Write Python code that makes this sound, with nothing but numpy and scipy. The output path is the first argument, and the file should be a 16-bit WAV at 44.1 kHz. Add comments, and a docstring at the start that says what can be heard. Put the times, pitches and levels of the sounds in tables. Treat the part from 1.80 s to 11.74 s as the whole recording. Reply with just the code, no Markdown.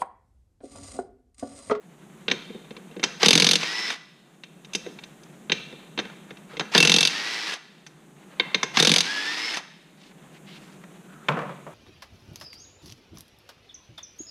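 """A cordless impact wrench takes three nuts off a wheel, close by, in a large workshop.
Its hammer strikes some 43 times a second, exciting the modes of socket and wheel; then the motor
spins the loose nut off with a gear whine. Between bursts come socket clacks, light metal ticks and
soft brushing; at the end something heavy is put down farther away. Ventilation hums, the room
reverberates, and a gain control turns everything down during each burst and lets it creep back."""
import sys
import numpy as np
from scipy import signal
from scipy.io import wavfile
from scipy.ndimage import uniform_filter1d

SR = 44100
rng = np.random.default_rng(int(sys.argv[2]) if len(sys.argv) > 2 else 0)


def log_audio(samples):
    """Write samples as a 16-bit WAV file to the path given in sys.argv[1]."""
    # one column per channel
    frames = np.atleast_2d(samples).T
    # limit to full scale, then quantise
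    limited = np.clip(frames, -1, 1)
    pcm = np.round(limited * 32767).astype(np.int16)
    wavfile.write(sys.argv[1], SR, pcm)


N = 438336
TIME = np.arange(N) / SR
HIT_T = np.arange(8192) / SR  # t/s within one impact

# Trigger pulls: first full blow t/s, nut loose t/s, final blow rate/Hz, lag/s, lag settling/blows,
# blow level/dB, relative wheel boom/dB, relative socket ring/dB, fan whistle/dB, bearing tone/dB
TRIGGER_PULLS = [(1.4596, 1.765, 46.75, 0.023, 8.8, 9.5, 2, -19, -26.5, -46.5),
                 (4.9782, 5.283, 45.37, 0.0084, 2.45, 9, -0.5, -5, -37.5, -49.5),
                 (7.0004, 7.215, 44.99, .005, 1.26, 9, 0, -19, -26, -30.5)]
# Modes of the wheel on its hub: f/Hz, level/dB, T60/s
WHEEL_MODES = [(163.5, -4, 0.14), (217, -0.5, 0.073), (294, -6.5, 0.084), (338, -3.5, .05),
               (458, -7.5, 0.043), (474.6, 3.5, 0.054)]
# Impact spectra of the wheel's boom, the midrange clank and the treble fizz: f/Hz, level/dB
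BOOM_SPECTRUM = [(25, -25.5), (100, -28.5), (150, -7), (200, -1), (280, -4.5), (480, 1), (580, -13.5),
                 (1000, -34)]
CLANK_SPECTRUM = [(300, -23), (600, -4), (850, -0.5), (1300, -4), (1700, 1), (2200, -4), (3200, -28)]
FIZZ_SPECTRUM = [(5000, -31.5), (7200, 2), (9000, -1), (10800, -1), (11800, -14), (13500, -14),
                 (15500, -33.5)]


def hammer(socket_hz=2685, socket_t60=.085):
    """Impact excitation: each blow sets anvil, socket and the wheel behind the nut vibrating freely."""
    crack_spectrum = [(900, -33), (1900, -13.5), (2400, -3.5), (3600, 3.5), (4900, -1), (5600, -4),
                      (6300, 0.5), (7100, -19.5), (9000, -37.5)]  # steel struck hard: f/Hz, level/dB
    steel_modes = [(2270, 0.5, 0.016), (3000, -10, 0.033), (3674, -1.5, 0.037), (3640, -2.5, 0.051),
                   (4100, -4, 0.029), (4740, -3.5, 0.055), (6230, -18, 0.027)]  # socket and anvil: f/Hz, level/dB, T60/s
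    out = np.zeros(N)
    crack, boom, clank, fizz = map(impulse, (crack_spectrum, BOOM_SPECTRUM, CLANK_SPECTRUM, FIZZ_SPECTRUM))
    click = crack / abs(crack).max()
    swell = 1 - np.exp(-HIT_T / .0011)  # the heavy wheel takes a moment to move
    for t, db, boom_db, clank_db, fizz_db, ring_db in blows():
        steel = amp(-11) * burst(crack, hold=.0015, decay=.0053)
        steel += amp(-15) * ring(steel_modes, spread_db=6, detune=.003)
        socket = amp(ring_db - 60 * HIT_T / socket_t60) * np.sin(2 * np.pi * socket_hz * HIT_T)
        wheel = amp(-25) * burst(boom, hold=.0034, decay=.0038)
        wheel += amp(-17.5) * ring(WHEEL_MODES, spread_db=3, detune=.011)
        chatter = amp(clank_db - 24) * burst(clank, hold=.0039, decay=.0065)
        chatter += amp(fizz_db - 26.5) * burst(fizz, hold=.00093, decay=.0059)
        add(out, t + .001024, amp(db + fizz_db - 6.5) * click)
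        add(out, t, amp(db) * (steel + socket + amp(boom_db) * swell * wheel + chatter))
    return out


def blows(bite_lead_s=.029, scatter_db=.56):
    """Weakening coupling: as the nut loosens, the quickening blows pass less energy into the wheel."""
    # A dull first blow takes up the slack: level/dB, then relative boom/dB, clank/dB, fizz/dB, ring/dB
    bite_levels = (-2, 4.5, 11.5, -13, -18.5)
    for first, loose, rate, lag, settle, db, boom_db, ring_db, _, _ in TRIGGER_PULLS:
        yield (first - bite_lead_s, *bite_levels)
        for k, (force, boom, clank, fizz) in enumerate(scatter_db * rng.standard_normal((20, 4))):
            t = first + k / rate + lag * (1 - np.exp(-k / settle))
            if t < loose:
                slack = (t - first) / (loose - first)
                binding = 1 - np.exp(-((k - 1.5) / 1.1) ** 2)  # the socket rings freely for two early blows
                yield (t, db - 3 * slack + force, boom_db - 13 * slack ** 2 + boom,
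                       2 * clank - 3.5 * slack, 2 * fizz, ring_db - 11 * binding)


def motor(gear_ratio=5.9, fan_order=16, bearing_order=6.6, housing_hz=5290, housing_width_hz=240):
    """Rotational orders: gears, fan and bearing sound at multiples of the shaft speed, over a rattle."""
    free_runs = [
        [(1.81, 282, -38), (1.85, 305, -30), (1.90, 319, -24), (1.95, 327, -25), (2.0, 331, -24),
         (2.045, 332.5, -23), (2.075, 328, -28), (2.10, 319, -29), (2.125, 280, -33)],
        [(5.3, 262, -30), (5.34, 291, -27), (5.38, 310, -26), (5.45, 323, -26), (5.52, 329, -26),
         (5.62, 332, -29), (5.67, 318, -32), (5.70, 279, -22), (5.735, 270, -38)],
        [(7.25, 254, -26), (7.295, 276, -20), (7.34, 283, -19.5), (7.41, 282, -20), (7.53, 306, -21),
         (7.61, 320, -25), (7.67, 332, -38), (7.73, 318, -29), (7.77, 275, -28)],
    ]  # per pull, up to trigger release: t/s, shaft f/Hz, whine level/dB
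    mesh_orders = [1, 6, 12, 18]  # gear tones: multiples of the shaft frequency
    mesh_levels = [-21, -4.5, -12.5, -17.5]  # those tones: level/dB
    rattle_spectrum = [(59, -84.5), (100, -55), (140, -21), (196, -12.5), (447, -9), (564, -15.5),
                       (861, -7.5), (1160, -9), (1730, -3.5), (2320, -3.5), (5170, -7.5), (7100, -20),
                       (11100, -31.5), (13400, -38.5), (15500, -79)]  # gears and socket: f/Hz, level/dB
    crawl_hz, loaded_hz = 100, 230  # shaft speeds
    out = np.zeros(N)
    # Dense contacts, a few of them louder.
    ticks = rng.standard_normal(N) * amp(2.5 * np.minimum(rng.exponential(1, N), 3))
    rattle = unit(colour(ticks, impulse(rattle_spectrum))) * amp(.8 * wander(90))
    sway, flutter = 1 + .0008 * wander(150), amp(2.4 * wander(60))
    for (first, loose, *_, fan_db, bearing_db), run in zip(TRIGGER_PULLS, free_runs):
        start, bite, free, release = first - .062, first - .029, run[0][0], run[-1][0]
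        stop = release + .04
        on = (TIME >= start) & (TIME < stop)
        # The motor starts, strains, labours under the hammer, runs free and brakes.
        times, *columns = np.transpose([(start, crawl_hz, -41), (bite, loaded_hz, -37),
                                        (loose, loaded_hz, -37), *run, (stop, crawl_hz, -37)])
        shaft_hz, whine_db = (np.interp(TIME[on], times, column) for column in columns)
        rattle_stages = [(start, -41), (bite, -25), (first - .005, -10.5), (first + .022, -32.5),
                         (loose, -32.5), (free, -22), (release, -22), (stop, -38)]  # t/s, level/dB
        rattle_db = np.interp(TIME[on], *np.transpose(rattle_stages))
        angle = 2 * np.pi * np.cumsum(shaft_hz * sway[on]) / SR
        whine = amp(whine_db) * sum(amp(db) * np.sin(k * angle) for k, db in zip(mesh_orders, mesh_levels))
        # The fan whistle sweeps through a resonance of the housing.
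        mistuning = 2 * (fan_order * shaft_hz - housing_hz) / housing_width_hz
        fan = amp(fan_db) * np.sin(fan_order * angle) / np.hypot(1, mistuning)
        near_top_speed = (shaft_hz / shaft_hz.max()) ** 8
        bearing = amp(bearing_db) * near_top_speed * np.sin(bearing_order * angle)
        throb = 1 + .22 * np.sin(2 * angle / gear_ratio)  # twice per turn of the socket
        out[on] += np.sqrt(2) * ((whine + bearing) * flutter[on] + fan)
        out[on] += amp(rattle_db) * rattle[on] * throb
    return out


def knocks():
    """Damped vibration: light contacts excite nut, socket and wheel, and the hand absorbs the ringing."""
    crack_spectrum = [(900, -31.5), (1800, -7), (2400, 3), (3000, -0.5), (3700, 4), (4300, -9),
                      (5000, -12.5), (7000, -38.5)]  # steel struck lightly: f/Hz, level/dB
    ping_spectrum = [(4000, -18.5), (4800, 3), (5500, 1.5), (6400, 7.5), (6900, -11), (7600, -10.5),
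                     (11000, -45)]  # bright edge of the contact: f/Hz, level/dB
    nut_modes = [(1555, -9.5, .04), (1850, -13.5, 0.042), (2384, -6.5, 0.038), (2690, 2, 0.035),
                 (3134, -4, 0.06), (3677, 2.5, .035), (3860, -6, 0.044), (4170, -3, 0.032),
                 (4430, -6.5, 0.022)]  # nut and stud: f/Hz, level/dB, T60/s
    seat_modes = [(1050, -6.5, 0.03), (1586, -7, 0.03), (2137, 2.5, 0.036), (3540, -8, 0.058)]  # socket seating on a nut: f/Hz, level/dB, T60/s
    out = np.zeros(N)
    crack, ping = map(impulse, (crack_spectrum, ping_spectrum))
    boom, clank, fizz = map(impulse, (BOOM_SPECTRUM, CLANK_SPECTRUM, FIZZ_SPECTRUM))
    attack, damping = 1 - np.exp(-HIT_T / .00066), np.exp(-HIT_T / .0089)
    for t, crack_db, boom_db, clank_db, ping_db, fizz_db, seat_db in contacts():
        steel = amp(crack_db - 12.5) * burst(crack, hold=.001, decay=.0053)
        steel += amp(crack_db - 10) * ring(nut_modes, spread_db=3.5, detune=.007)
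        socket = amp(seat_db - 2.5) * ring(seat_modes, spread_db=2, detune=.006)
        wheel = amp(boom_db - 2.5) * burst(boom, hold=.0075, decay=.0077)
        wheel += amp(boom_db - 2) * damping * ring(WHEEL_MODES, spread_db=4.5, detune=.03)
        chatter = amp(clank_db - 3.5) * burst(clank, hold=.00092, decay=.0064)
        edge = amp(ping_db - 6.5) * burst(ping, hold=.0047, decay=.006)
        edge += amp(fizz_db - 5.5) * burst(fizz, hold=.001, decay=.0053)
        add(out, t, (steel + socket + wheel + chatter + edge) * attack)
    return out


def contacts():
    """Energy partition: yields t/s and the level/dB of crack, boom, clank, ping, fizz and seating ring."""
    # Socket against nut and wheel: t/s, level/dB, then relative ping/dB, clank/dB, seating ring/dB
    clacks = [(0.4809, -10, -28, -15, -32), (0.4996, -19.5, -20, -10, -19), (0.5133, -6, -16, -16.5, -22),
              (1.2295, -18, -10, -10, -8), (1.2371, -6, -7.5, -11.5, -25), (1.8299, -5, -12, -11, -18),
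              (2.949, -12, -8, -20, -36), (3.697, -14, -27, -11, -34), (3.7184, -2, -18, -22.5, -31),
              (4.1759, -18, -24, -11, -17), (4.1885, -13, -19.5, -10.5, -19),
              (4.1965, -20, -14, -8.5, -13.5), (4.7688, -25.5, -17.5, -23, -8),
              (4.7952, -12, -13, -9.5, -28), (4.8064, -20, -18, -3.5, -18.5), (6.5976, -5.5, -31, -17, -5),
              (6.745, -4, -19, -18.5, -10.5), (6.8301, -10, -6, -8, -3)]
    # Light, bright metal ticks, one being the sizzling edge of the clack at 2.949 s:
    # t/s, level/dB, then relative ping/dB, clank/dB
    ticks = [(2.1021, -6, -13.5, -10), (2.6354, -21.5, -20.5, -19), (2.847, -31.5, -13, -16),
             (2.934, -21, -6, -20), (2.951, -22, 1, -13), (3.1874, -28.5, -23, -12),
             (3.2365, -28.5, -15, -21), (3.4331, -44, -2, -15), (4.2984, -37, -24, 0.5),
             (4.57, -38, -17, -11), (5.695, -11, -14, -13), (5.7365, -11, -9.5, -9.5),
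             (6.0646, -27, -7, -9.5), (7.7395, -13, -7, -10), (7.7706, -8, -9, -7),
             (9.0374, -43.5, -15, 3.5)]
    # Hand and tool against the wheel: t/s, boom level/dB, steel click level/dB
    bumps = [(0.5363, -31, -32.5), (0.6972, -33.5, -39.5), (0.7467, -32, -45), (0.907, -32.5, -32.5),
             (0.9657, -39.5, -31), (1.112, -42, -42), (1.1645, -30.5, -34.5), (1.1952, -35, -28.5),
             (3.0631, -28.5, -32.5), (3.9261, -35.5, -35.5), (4.2517, -40, -32), (4.5068, -38, -30),
             (4.7339, -37, -36.5), (4.9553, -8, -1)]
    for t, db, ping, clank, seat in clacks:
        boom_db = -24.5 + .3 * db  # the wheel answers light and hard clacks much alike
        yield t, db, boom_db, db + clank, db + ping, db + ping - 22.5, db + seat
    for t, db, ping, clank in ticks:
        yield t, db, db - 32.5, db + clank, db + ping, db + ping - 9, db - 34.5
    for t, boom_db, db in bumps:
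        yield t, db, boom_db, db - 8, db - 20.5, db - 27.5, db - 14.5


def thumps():
    """Inelastic impact: a heavy load lands and settles; returns its dull body and its hard edge."""
    landings = [(9.485, -13, -15), (9.522, -35, -32.5), (9.57, -23.5, -52), (9.589, -24.5, -37),
                (9.617, -27, -51), (9.693, -30, -59), (9.866, -31, -72)]  # t/s, body level/dB, edge level/dB
    thud_spectrum = [(30, -21), (100, -24), (150, 4.5), (290, -8), (520, 0), (750, -4), (1100, -4.5),
                     (1600, -13), (2300, -18.5), (4000, -34.5)]  # dull body: f/Hz, level/dB
    edge_spectrum = [(500, -20), (1200, -8), (2200, 4.5), (3600, -2.5), (4600, -18), (7000, -24),
                     (14000, -55)]  # hard edge: f/Hz, level/dB
    body, rim = np.zeros((2, N))
    thud, edge = impulse(thud_spectrum), impulse(edge_spectrum)
    for t, db, edge_db in landings:
        add(body, t, amp(db - 4) * burst(thud, hold=.0029, decay=.013))
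        add(rim, t, amp(edge_db - 3.5) * burst(edge, hold=.0034, decay=.0025))
    return body, rim


def noise_swells():
    """Band noise in short swells: brushing, and a low wash of ringing under the socket's seating clacks."""
    swells = [(2.998, 0.15, -60, 1200, 1.35), (4.674, .13, -48, 1200, 1), (6.594, 0.31, -47, 890, 1.18),
              (8.144, 0.2, -53.5, 3030, 0.64), (8.504, 0.097, -56.5, 2200, 0.69),
              (8.649, 0.15, -48, 2660, 0.62), (8.716, 0.31, -57.5, 1810, 1.1),
              (9.245, 0.25, -55, 1370, 0.21)]  # t/s, duration/s, level/dB, centre f/Hz, width/octaves
    out = np.zeros(N)
    hz = np.geomspace(200, 14000, num=40)
    uneven_noise = amp(2 * wander(110)) * rng.standard_normal(N)
    for t, length, db, centre_hz, octaves in swells:
        shape_db = np.maximum(-4 * (np.log2(hz / centre_hz) / octaves) ** 2, -40)
        band = impulse(np.column_stack([hz, shape_db]))
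        swell = unit(colour(uneven_noise[round(t * SR):][:round(length * SR)], band))
        add(out, t, amp(db) * swell * signal.windows.tukey(len(swell), .7))
    return out


def walls(spin, directions=3):
    """Directivity: struck metal radiates a different colour each way, and each returns by its own path."""
    room = np.zeros(N)
    for _ in range(directions):
        body, rim = thumps()
        wrench = amp(-14.5) * hammer() + amp(-14) * knocks() + amp(-16.5) * spin
        room += hall(wrench + amp(-7) * body + amp(-14) * rim)
    return room / np.sqrt(directions)


def hall(x, delay_s=.009, echoes_per_s=4000):
    """Reverberation: sparse reflections from floor and walls decay exponentially, band by band."""
    decay_times = [(150, 0.5), (500, 0.51), (1500, 0.6043), (3500, 0.95), (7000, 0.48), (14000, 0.3)]  # workshop: f/Hz, T60/s
    echo_spectrum = [(110, 0), (150, 5.5), (260, -3), (500, -2), (1500, -0.5), (3500, -8.5), (7000, -4),
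                     (14000, -4)]  # reflections: f/Hz, level/dB
    taps = rng.standard_normal(SR) * (rng.random(SR) < echoes_per_s / SR) * (TIME[:SR] > delay_s)
    hz, t, bands = signal.stft(taps, SR, nperseg=256)
    fade = amp(read(echo_spectrum, hz)[:, None] - 60 * t / read(decay_times, hz)[:, None])
    tail = signal.istft(bands * fade, SR, nperseg=256)[1]
    return colour(x, tail / np.linalg.norm(tail))


def background():
    """Broadband noise: a steady ventilation hum, an uneven rustle of clothes and a fine hiss."""
    hum_spectrum = [(25, -20.5), (70, -9.5), (105, -30.5), (150, 0), (195, -0.5), (250, -9.5), (370, -8.5),
                    (480, -16.5), (800, -20.5), (2000, -45)]  # f/Hz, level/dB
    rustle_spectrum = [(250, -16), (550, 0.5), (1000, 0.5), (1600, -0.5), (2600, -4.5), (3800, -8),
                       (5000, -22), (8000, -26.5)]  # f/Hz, level/dB
    hiss_spectrum = [(1000, -5), (3500, -6), (5200, -8.5), (6500, 2.5), (9000, -0.5), (11000, -5.5),
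                     (15000, -11.5), (16000, -27)]  # f/Hz, level/dB
    hum, rustle, hiss = (unit(colour(rng.standard_normal(N), impulse(spectrum)))
                         for spectrum in (hum_spectrum, rustle_spectrum, hiss_spectrum))
    rustle_db = -57.5 + 2 * wander(60) + wander(8.9)
    return amp(-49) * hum + amp(rustle_db) * rustle + amp(-63) * hiss


def burst(response, hold, decay):
    """Modal overlap: dense resonances merge into noise that holds, then decays (both times in s)."""
    envelope = np.exp(-np.maximum(HIT_T - hold, 0) / decay)
    return unit_peak(colour(envelope * rng.standard_normal(len(HIT_T)), response))


def ring(modes, spread_db, detune):
    """Modal superposition: damped sinusoids, weighted differently by every point of contact."""
    hz, db, t60 = np.transpose(modes)[:, :, None]
    weight, shift, side = rng.standard_normal((3, len(modes), 1))
    waves = np.sign(side) * np.sin(2 * np.pi * hz * (1 + detune * shift) * HIT_T)
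    return unit_peak((waves * amp(db + spread_db * weight - 60 * HIT_T / t60)).sum(0))


def impulse(spectrum, size=4096):
    """Minimum-phase response of a spectrum that falls 10 dB per octave beyond its ends."""
    hz = abs(np.fft.fftfreq(size, 1 / SR))
    octaves_above = np.maximum(np.log2((hz + 1) / spectrum[-1][0]), 0)
    octaves_below = np.maximum(np.log2(spectrum[0][0] / (hz + 10)), 0)
    log_gain = np.log(amp(read(spectrum, hz) - 10 * (octaves_above + octaves_below)))
    return np.fft.ifft(np.exp(np.conj(signal.hilbert(log_gain)))).real[:size // 2]


def colour(x, response):
    """Convolution, cut to the length of x."""
    return signal.oaconvolve(x, response)[:len(x)]


def wander(rate):
    """Random modulation of rms 1, with `rate` new values a second."""
    knots = rng.standard_normal(int(TIME[-1] * rate) + 2)
    return unit(np.interp(TIME * rate, np.arange(len(knots)), knots))


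def read(points, hz):
    """Interpolation on a log-frequency axis."""
    f, value = np.transpose(points)
    return np.interp(np.log(hz + 1), np.log(f), value)


def add(mix, t, sound):
    """Superposition of a sound on the mix at t/s."""
    part = mix[max(round(t * SR), 0):][:len(sound)]
    part += sound[:len(part)]


def amp(db):
    """Amplitude ratio of a level/dB."""
    return 10 ** (np.asarray(db) / 20)


def unit(x):
    """Normalisation to rms 1."""
    return x / np.sqrt(np.mean(x ** 2) + 1e-20)


def unit_peak(x):
    """Normalisation of the loudest 5 ms to rms 1."""
    return x / np.sqrt(uniform_filter1d(x ** 2, 220).max() + 1e-20)


def gain_control(x, threshold_db=-27.5, range_db=9.5, start_cut_db=5, sense_s=.18, recover_db_per_s=12):
    """Compression: sustained power lowers the gain, which starts partly down and recovers slowly."""
    pole = np.exp(-1 / (sense_s * SR))
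    power_db = 10 * np.log10(signal.lfilter([1 - pole], [1, -pole], x[0] ** 2) + 1e-12)
    cut_db = np.clip(power_db - threshold_db, 0, range_db)
    recovered = recover_db_per_s * TIME
    return x * amp(recovered - np.maximum(np.maximum.accumulate(cut_db + recovered), start_cut_db))


def scene():
    """Direct and reverberant fields: near sounds are mostly direct; the far thump excites the room more."""
    spin = motor()
    direct = hammer() + knocks() + spin + noise_swells() + sum(thumps())
    return (direct + walls(spin) + background())[None]


def record(dry):
    """Transduction: the microphone sheds bass; gain control, soft saturation and a band limit follow."""
    bass_leak, ceiling, cutoff_hz = .35, 1.05, 15500
    thin = signal.sosfilt(signal.butter(8, 128, "highpass", fs=SR, output="sos"), dry)
    deep = signal.sosfilt(signal.butter(4, 65, "lowpass", fs=SR, output="sos"), dry)
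    held = gain_control(thin + bass_leak * deep)
    rounded = held / (1 + (held / ceiling) ** 4) ** .25
    band_limit = signal.firwin(255, cutoff_hz, window=("kaiser", 8), fs=SR)
    return signal.oaconvolve(rounded, band_limit[None], "same")


dry = scene()
out = record(dry)
log_audio(out)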